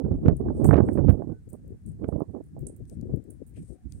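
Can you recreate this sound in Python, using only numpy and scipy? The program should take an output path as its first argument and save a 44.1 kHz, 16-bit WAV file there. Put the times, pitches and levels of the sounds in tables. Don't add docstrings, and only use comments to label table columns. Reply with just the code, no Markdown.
import sys
import numpy as np
from scipy import signal
from scipy.fft import rfft, irfft
from scipy.io import wavfile
from scipy.ndimage import uniform_filter1d, map_coordinates

SR = 44100
rng = np.random.default_rng(int(sys.argv[2]) if len(sys.argv) > 2 else 0)


def dump(signal):
    limited = np.clip(np.atleast_2d(signal).T, -1, 1)
    pcm = np.round(limited * 32767).astype(np.int16)
    wavfile.write(sys.argv[1], SR, pcm)


N = 176400
T = np.arange(N) / SR


def from_db(db):
    return 10 ** (np.asarray(db) / 20)


def unit_level(x):
    return x / np.sqrt(np.mean(x ** 2) + 1e-20)


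def panned(db):
    gains = from_db([[db / 2], [-db / 2]])
    return gains / gains.mean()


def noise(colour, size=N):
    hz, db = np.transpose(colour)
    bins = np.maximum(np.fft.rfftfreq(size, 1 / SR), 1)
    gains = from_db(np.interp(np.log(bins), np.log(hz), db))
    return unit_level(irfft(rfft(rng.standard_normal(size)) * gains, size))


def drift(rate_hz):
    bins = np.fft.rfftfreq(N, 1 / SR)
    return unit_level(irfft(rfft(rng.standard_normal(N)) * np.exp(-(bins / rate_hz) ** 2), N))


def evened(x, span_s):
    size = max(int(span_s * SR), 8)
    return x / np.sqrt(uniform_filter1d(uniform_filter1d(x ** 2, size), size) + 1e-9)


def resonance(x, hz, width_hz):
    r = np.exp(-np.pi * width_hz / SR)
    feedback = [1, -2 * r * np.cos(2 * np.pi * hz / SR), r * r]
    return signal.lfilter((1 - r * r) / 2 * np.array([1, 0, -1]), feedback, x + 1e-18)


def filtered(x, keep, hz, order):
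    return signal.sosfilt(signal.butter(order, hz, keep, fs=SR, output="sos"), x + 1e-18)


# time in seconds, rumble in dB (played 3 dB lower), flutter in dB.
LEFT_GUSTS = [(0.0, -62, -60.5), (0.06, -19.5, -52), (0.09, -30.5, -55.5), (0.12, -24, -51),
              (0.23, -28, -40.5), (0.27, -20, -20.5), (0.31, -42, -47), (0.33, -19, -32.5),
              (0.4, -30.5, -61), (0.47, -20, -30), (0.52, -31.5, -63.5), (0.58, -22.5, -35.5),
              (0.61, -40, -52), (0.65, -13.5, -21), (0.68, -32.5, -46), (0.75, -26.5, -38.5),
              (0.85, -25, -45), (0.87, -20.5, -28.5), (0.95, -37.5, -50.5), (0.98, -28.5, -28.5),
              (1.06, -40, -61.5), (1.19, -43, -48.5), (1.22, -39, -52.5), (1.45, -46, -78.5),
              (1.48, -36.5, -45), (1.53, -52.5, -72), (1.72, -32.5, -40), (1.79, -52.5, -77),
              (1.88, -26.5, -48), (1.98, -42.5, -59.5), (2.05, -33.5, -70), (2.14, -51, -69.5),
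              (2.5, -42.5, -70.5), (2.58, -37.5, -61.5), (2.63, -23, -39.5), (2.68, -43.5, -35.5),
              (2.77, -52, -58), (2.82, -28.5, -38), (2.86, -45, -85.5), (2.92, -49.5, -37),
              (2.97, -27.5, -56.5), (3.03, -30.5, -35), (3.1, -33.5, -40), (3.14, -17, -25.5),
              (3.24, -49.5, -52), (3.3, -38.5, -39.5), (3.38, -40, -70), (3.42, -43, -33), (3.45, -44, -70),
              (3.6, -35, -41), (3.68, -44, -66), (3.7, -26.5, -33.5), (3.77, -53.5, -55), (3.82, -50, -92),
              (4.0, -41, -48.5)]
RIGHT_GUSTS = [(0.0, -58, -24.5), (0.02, -33, -30), (0.05, -12, -22.5), (0.08, -33.5, -31),
               (0.13, -11, -21), (0.21, -42.5, -42.5), (0.23, -30, -26), (0.26, -20.5, -21),
               (0.32, -13, -23), (0.37, -44, -49), (0.41, -20, -22), (0.43, -42, -27), (0.49, -22.5, -23),
               (0.56, -32.5, -32.5), (0.62, -18, -18.5), (0.68, -7.5, -18), (0.75, -10, -14.5),
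               (0.8, -24, -15), (0.83, -10, -23.5), (0.85, -25.5, -22), (0.89, -37, -20),
               (0.93, -22, -26.5), (0.98, -20, -19), (1.07, -9, -24), (1.09, -5.5, -20), (1.15, -17.5, -29),
               (1.17, -35, -33), (1.19, -26, -27.5), (1.25, -35.5, -36.5), (1.3, -24.5, -29.5),
               (1.34, -34, -32.5), (1.36, -43.5, -54.5), (1.48, -43.5, -72), (1.54, -37, -35.5),
               (1.59, -44.5, -58), (1.71, -39.5, -64), (1.74, -40.5, -44.5), (1.79, -46, -71.5),
               (1.98, -36.5, -54.5), (2.04, -29.5, -18), (2.07, -46.5, -44.5), (2.09, -13.5, -24.5),
               (2.11, -53, -47), (2.13, -17, -26.5), (2.23, -53, -32), (2.25, -52, -63),
               (2.3, -26.5, -40.5), (2.32, -40, -48), (2.35, -44, -31), (2.4, -51, -34),
               (2.44, -43.5, -52.5), (2.51, -49, -76), (2.55, -33.5, -62), (2.58, -37.5, -39),
               (2.63, -36, -57), (2.66, -43.5, -51), (2.81, -40, -64.5), (3.08, -38.5, -61),
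               (3.1, -30.5, -30.5), (3.18, -53, -68), (3.56, -48, -72.5), (3.6, -28.5, -62),
               (3.69, -58.5, -83), (3.82, -56.5, -77), (3.86, -24, -70), (3.9, -39, -78), (3.96, -31, -60),
               (4.0, -47, -74)]
# frequency in Hz, strength in dB.
RUMBLE_COLOUR = [(15, -36.5), (30, -14), (55, 3), (85, -0.5), (140, -2.5), (220, -11), (330, -19.5),
                 (600, -58), (1200, -110)]
FLUTTER_COLOUR = [(55, -18.5), (140, -10), (240, -1), (380, -4), (540, -14.5), (790, -26.5), (1250, -45),
                  (2000, -73.5), (6000, -130)]
CHURN_COLOUR = [(500, -7.5), (1300, 3), (2100, -15.5), (3000, -22.5), (5000, -43.5)]

def wind(gusts, strong_db=-24):
    times, *columns = np.transpose(gusts)
    levels = np.array([np.interp(T, times, column) for column in columns])
    rumble_db, flutter_db = uniform_filter1d(levels, size=200)
    surge_db = 6 * drift(54.94)
    excess_db = flutter_db - strong_db
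    speed = from_db(.16 * np.maximum(excess_db, 0))
    swirl = map_coordinates(noise(FLUTTER_COLOUR), [np.cumsum(speed) % (N - 1)], order=3, mode="wrap")
    flutter = from_db(flutter_db) * evened(swirl * from_db(surge_db), span_s=.03)
    churn = from_db(-69 + 2.98 * excess_db + surge_db) * noise(CHURN_COLOUR)
    rumble = from_db(rumble_db - 3) * evened(noise(RUMBLE_COLOUR), span_s=.035)
    return flutter + churn + rumble


# frequency in Hz, strength in dB.
HUSH_COLOUR = [(30, 15), (300, 13.5), (700, 4.5), (1100, -3), (1700, 0.5), (3000, -10.5), (4600, -10.5),
               (6500, -9), (8800, -4.5), (11000, -13), (16000, -16.5)]

def hush(level_db=-71):
    return from_db(level_db) * np.array([noise(HUSH_COLOUR), noise(HUSH_COLOUR)])


TICK_S = .00098

def drip_colour(x, splat_db):
    ring_hz = 9020 * (1 + .028 * rng.standard_normal())
    ring = resonance(resonance(x, ring_hz, width_hz=1700), ring_hz, width_hz=1700)
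    body = from_db(-28.5) * resonance(x, hz=5526, width_hz=3700)
    splat = from_db(splat_db) * filtered(x, "high", hz=8500, order=4)
    return 2 * ring + body + splat


def small_drips(per_second=60):
    lands = rng.random((2, N)) < per_second / 2 / SR
    hits = lands * from_db(-66 + 3 * rng.standard_normal((2, N)))
    fades = signal.lfilter([1], [1, -np.exp(-1 / (TICK_S * SR))], hits + 1e-18)
    return drip_colour(fades * rng.standard_normal((2, N)), splat_db=-13.5)


# time in seconds,
# strength in dB before filtering, seconds from push to suck, treble limit in Hz.
EDDY_SLAPS = [(0.26, -4.5, 0.0032, 3500), (0.2833, 4, .0024, 7500), (0.485, -14, 0.0015, 1700),
              (0.6448, -8, 0.0024, 3000), (0.6907, -4.5, 0.0029, 5000), (0.71, -6, 0.00037, 2300),
              (0.73, -3.5, 0.00083, 1900), (.742, -7, 0.00063, 3500), (0.757, -5, 0.0014, 2600),
              (0.7683, -11.5, .0012, 6000), (0.779, -9.5, .0008, 2600), (0.8043, 0.5, 0.0015, 1400),
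              (0.888, -12, 0.00078, 2400), (0.975, -12.5, .0014, 2400), (1.0828, -11, 0.0029, 4000),
              (1.094, -0.5, 0.0035, 6000), (1.1065, -8.5, 0.0023, 3500), (1.2211, -16.5, 0.00077, 1300),
              (2.0432, -18, .0011, 3300), (2.088, -16, 0.00088, 1100), (2.125, -19, 0.0013, 1500),
              (2.1605, -10, 0.0027, 900), (2.2058, -14.5, 0.00066, 1300), (2.2189, -10, 0.0013, 1000),
              (2.349, -26, 0.00056, 1100), (2.566, -27, 0.00074, 1000)]
# frequency in Hz, strength in dB.
TAIL_COLOUR = [(200, -20.5), (700, 5.5), (1800, -0.5), (3500, -13), (8000, -39)]

def eddies(tail_db=-17, tail_decay_s=.012):
    slaps, lead = np.zeros(N + SR), SR // 40
    t = T[:SR // 10] - T[lead]
    for time_s, db, length_s, top_hz in EDDY_SLAPS:
        push = np.exp(-2 * np.abs(t / length_s))
        suck = np.exp(-2 * np.abs(t / length_s - 1))
        start = int(time_s * SR) - lead
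        slaps[start:start + len(t)] += from_db(db) * filtered(push - suck, "low", top_hz, order=6)
    tail = noise(TAIL_COLOUR, size=SR // 5) * np.exp(-T[:SR // 5] / tail_decay_s)
    tails = signal.fftconvolve(slaps, tail / np.linalg.norm(tail))[:N]
    return slaps[:N] + from_db(tail_db) * tails


def bump(t, half_s):
    return np.exp(-(t / half_s) ** 2)


def droplets(t, count=5, longest_flight_s=.036):
    lands_s = longest_flight_s * rng.uniform(.08, 1, (count, 1))
    sizes = from_db(3.5 + 1.5 * rng.standard_normal((count, 1))) * np.exp(-lands_s / longest_flight_s)
    return np.sum(sizes * bump(t - lands_s, TICK_S), axis=0)


# time in seconds, tick level in dB, spray level in dB,
# left over right in dB, amount of bright splat in dB.
EAVES_DROPS = [(.3674, -51.5, -66.5, 6, -12.5), (0.645, -34, -48, -1.5, -12), (0.6447, -40, -56, -5, -3),
               (0.6657, -38, -56, 1, -9), (.671, -41.5, -54.5, -1, -5.5), (0.9317, -51, -64, 0, -7.5),
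               (1.0985, -43.5, -61.5, 2.5, 28), (1.491, -59, -67.5, 15, -10), (1.5018, -52, -74, 5, 3),
               (1.531, -51, -66.5, 10, -8), (1.679, -62, -88, -22, 3), (1.863, -52.5, -65, -8.5, -14),
               (1.8885, -55.5, -69, -7, -15), (2.0833, -61.5, -70, -13, -12), (2.2, -62, -80, -13, -7),
               (2.44, -65.5, -76, -21, -7), (2.592, -56, -71, -10, 1), (2.669, -35.5, -52.5, -10, -28),
               (2.7642, -53, -74, -11, -3), (3.16, -58.5, -81, -8, -1), (3.2403, -62, -84, -1.5, -2),
               (3.3045, -45, -62, -6.5, -11.5), (3.466, -62, -66, -19, -6.5)]

def drips(rebound_db=-5.5, spray_rise_s=.002, spray_decay_s=.03):
    out, lead = np.zeros((2, N + SR)), SR // 200
    t = T[:SR // 4] - T[lead]
    since_hit = np.maximum(t, 0)
    mist = (1 - np.exp(-since_hit / spray_rise_s)) * np.exp(-since_hit / spray_decay_s)
    for time_s, tick_db, spray_db, pan_db, splat_db in EAVES_DROPS:
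        rebound_s = .0022 * (.5 + rng.random())
        taps = bump(t, TICK_S) + from_db(rebound_db) * bump(t - rebound_s, TICK_S)
        water = unit_level(drip_colour(rng.standard_normal((2, len(t))), splat_db))
        tick = from_db(tick_db) * taps * evened(water, TICK_S)
        spray = from_db(spray_db) * (mist + droplets(t)) * water
        start = int(time_s * SR) - lead
        out[:, start:start + len(t)] += panned(pan_db) * (tick + spray)
    return out[:, :N]


# start in seconds, length in seconds, hiss level in dB,
# left over right in dB, rustle level in dB before the fade-in.
SOFT_HISSES = [(0.541, 0.21, -69.5, 19.5, -100), (0.827, 0.17, -71.5, 15, -87.5),
               (2.888, 0.07, -69, 17, -92), (3.552, 0.2, -67.5, 5, -65), (3.907, 0.11, -67.5, 18, -76.5)]
# frequency in Hz, strength in dB.
HISS_COLOUR = [(2000, -33), (5000, -19.5), (7300, -14.5), (8400, 0), (9300, -4), (10500, -18.5),
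               (12500, -22.5), (16000, -30.5)]
RUSTLE_COLOUR = [(900, -26), (1600, -0.5), (2500, 7), (3500, -7), (6500, -15), (10000, -29.5),
                 (16000, -46.5)]

def hisses(fade_s=.05, rustle_peak_s=.012, rustle_decay_s=.028, flicker_db=2.5):
    hiss = np.array([noise(HISS_COLOUR), noise(HISS_COLOUR)])
    rustle = np.array([noise(RUSTLE_COLOUR), noise(RUSTLE_COLOUR)])
    out = np.zeros((2, N))
    for start_s, length_s, hiss_db, pan_db, rustle_db in SOFT_HISSES:
        t = T - start_s
        swell = np.clip(np.minimum(t, length_s - t) / fade_s + .5, 0, 1)
        rustle_gain = from_db(rustle_db) * np.exp(-np.abs(t - rustle_peak_s) / rustle_decay_s)
        out += panned(pan_db) * swell * (from_db(hiss_db) * hiss + rustle_gain * rustle)
    return out * from_db(flicker_db * drift(60))


# middle in seconds, half the length in seconds, pitch in Hz, level in dB.
DISTANT_TONES = [(1.338, 0.051, 1492, -71.5), (3.802, 0.082, 735, -75)]

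def far_tones(width_hz=50):
    out = np.zeros((2, N))
    for middle_s, half_s, hz, db in DISTANT_TONES:
        band = resonance(rng.standard_normal((2, N)), hz, width_hz)
        tone = unit_level(resonance(band, hz, width_hz))
        out += from_db(db) * bump(T - middle_s, half_s) * tone
    return out


# time in seconds, level in dB, pitch in Hz.
NEAR_CLICKS = [(2.855, -66, 2800), (2.8982, -54, 6100), (3.013, -60.5, 6700), (3.9231, -51, 6250)]

def dry_clicks(half_s=.0011, width_hz=7000, pan_db=23.5):
    out = np.zeros(N)
    for time_s, db, hz in NEAR_CLICKS:
        band = resonance(rng.standard_normal(N), hz, width_hz)
        snap = unit_level(resonance(band, hz, 2 * width_hz))
        out += from_db(db) * bump(T - time_s, half_s) * snap
    return panned(pan_db) * out


def scene():
    left = filtered(wind(LEFT_GUSTS), "low", hz=630, order=4)
    right = wind(RIGHT_GUSTS) + eddies()
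    buffeting = filtered(np.array([left, right]), "high", hz=52, order=2)
    return buffeting + hush() + small_drips() + drips() + hisses() + far_tones() + dry_clicks()


def record(dry, top_hz=15900):
    rounded = dry / (1 + dry ** 8) ** .125
    return signal.sosfilt(signal.ellip(10, .1, 80, top_hz, fs=SR, output="sos"), rounded)


dry = scene()
out = record(dry)
dump(out)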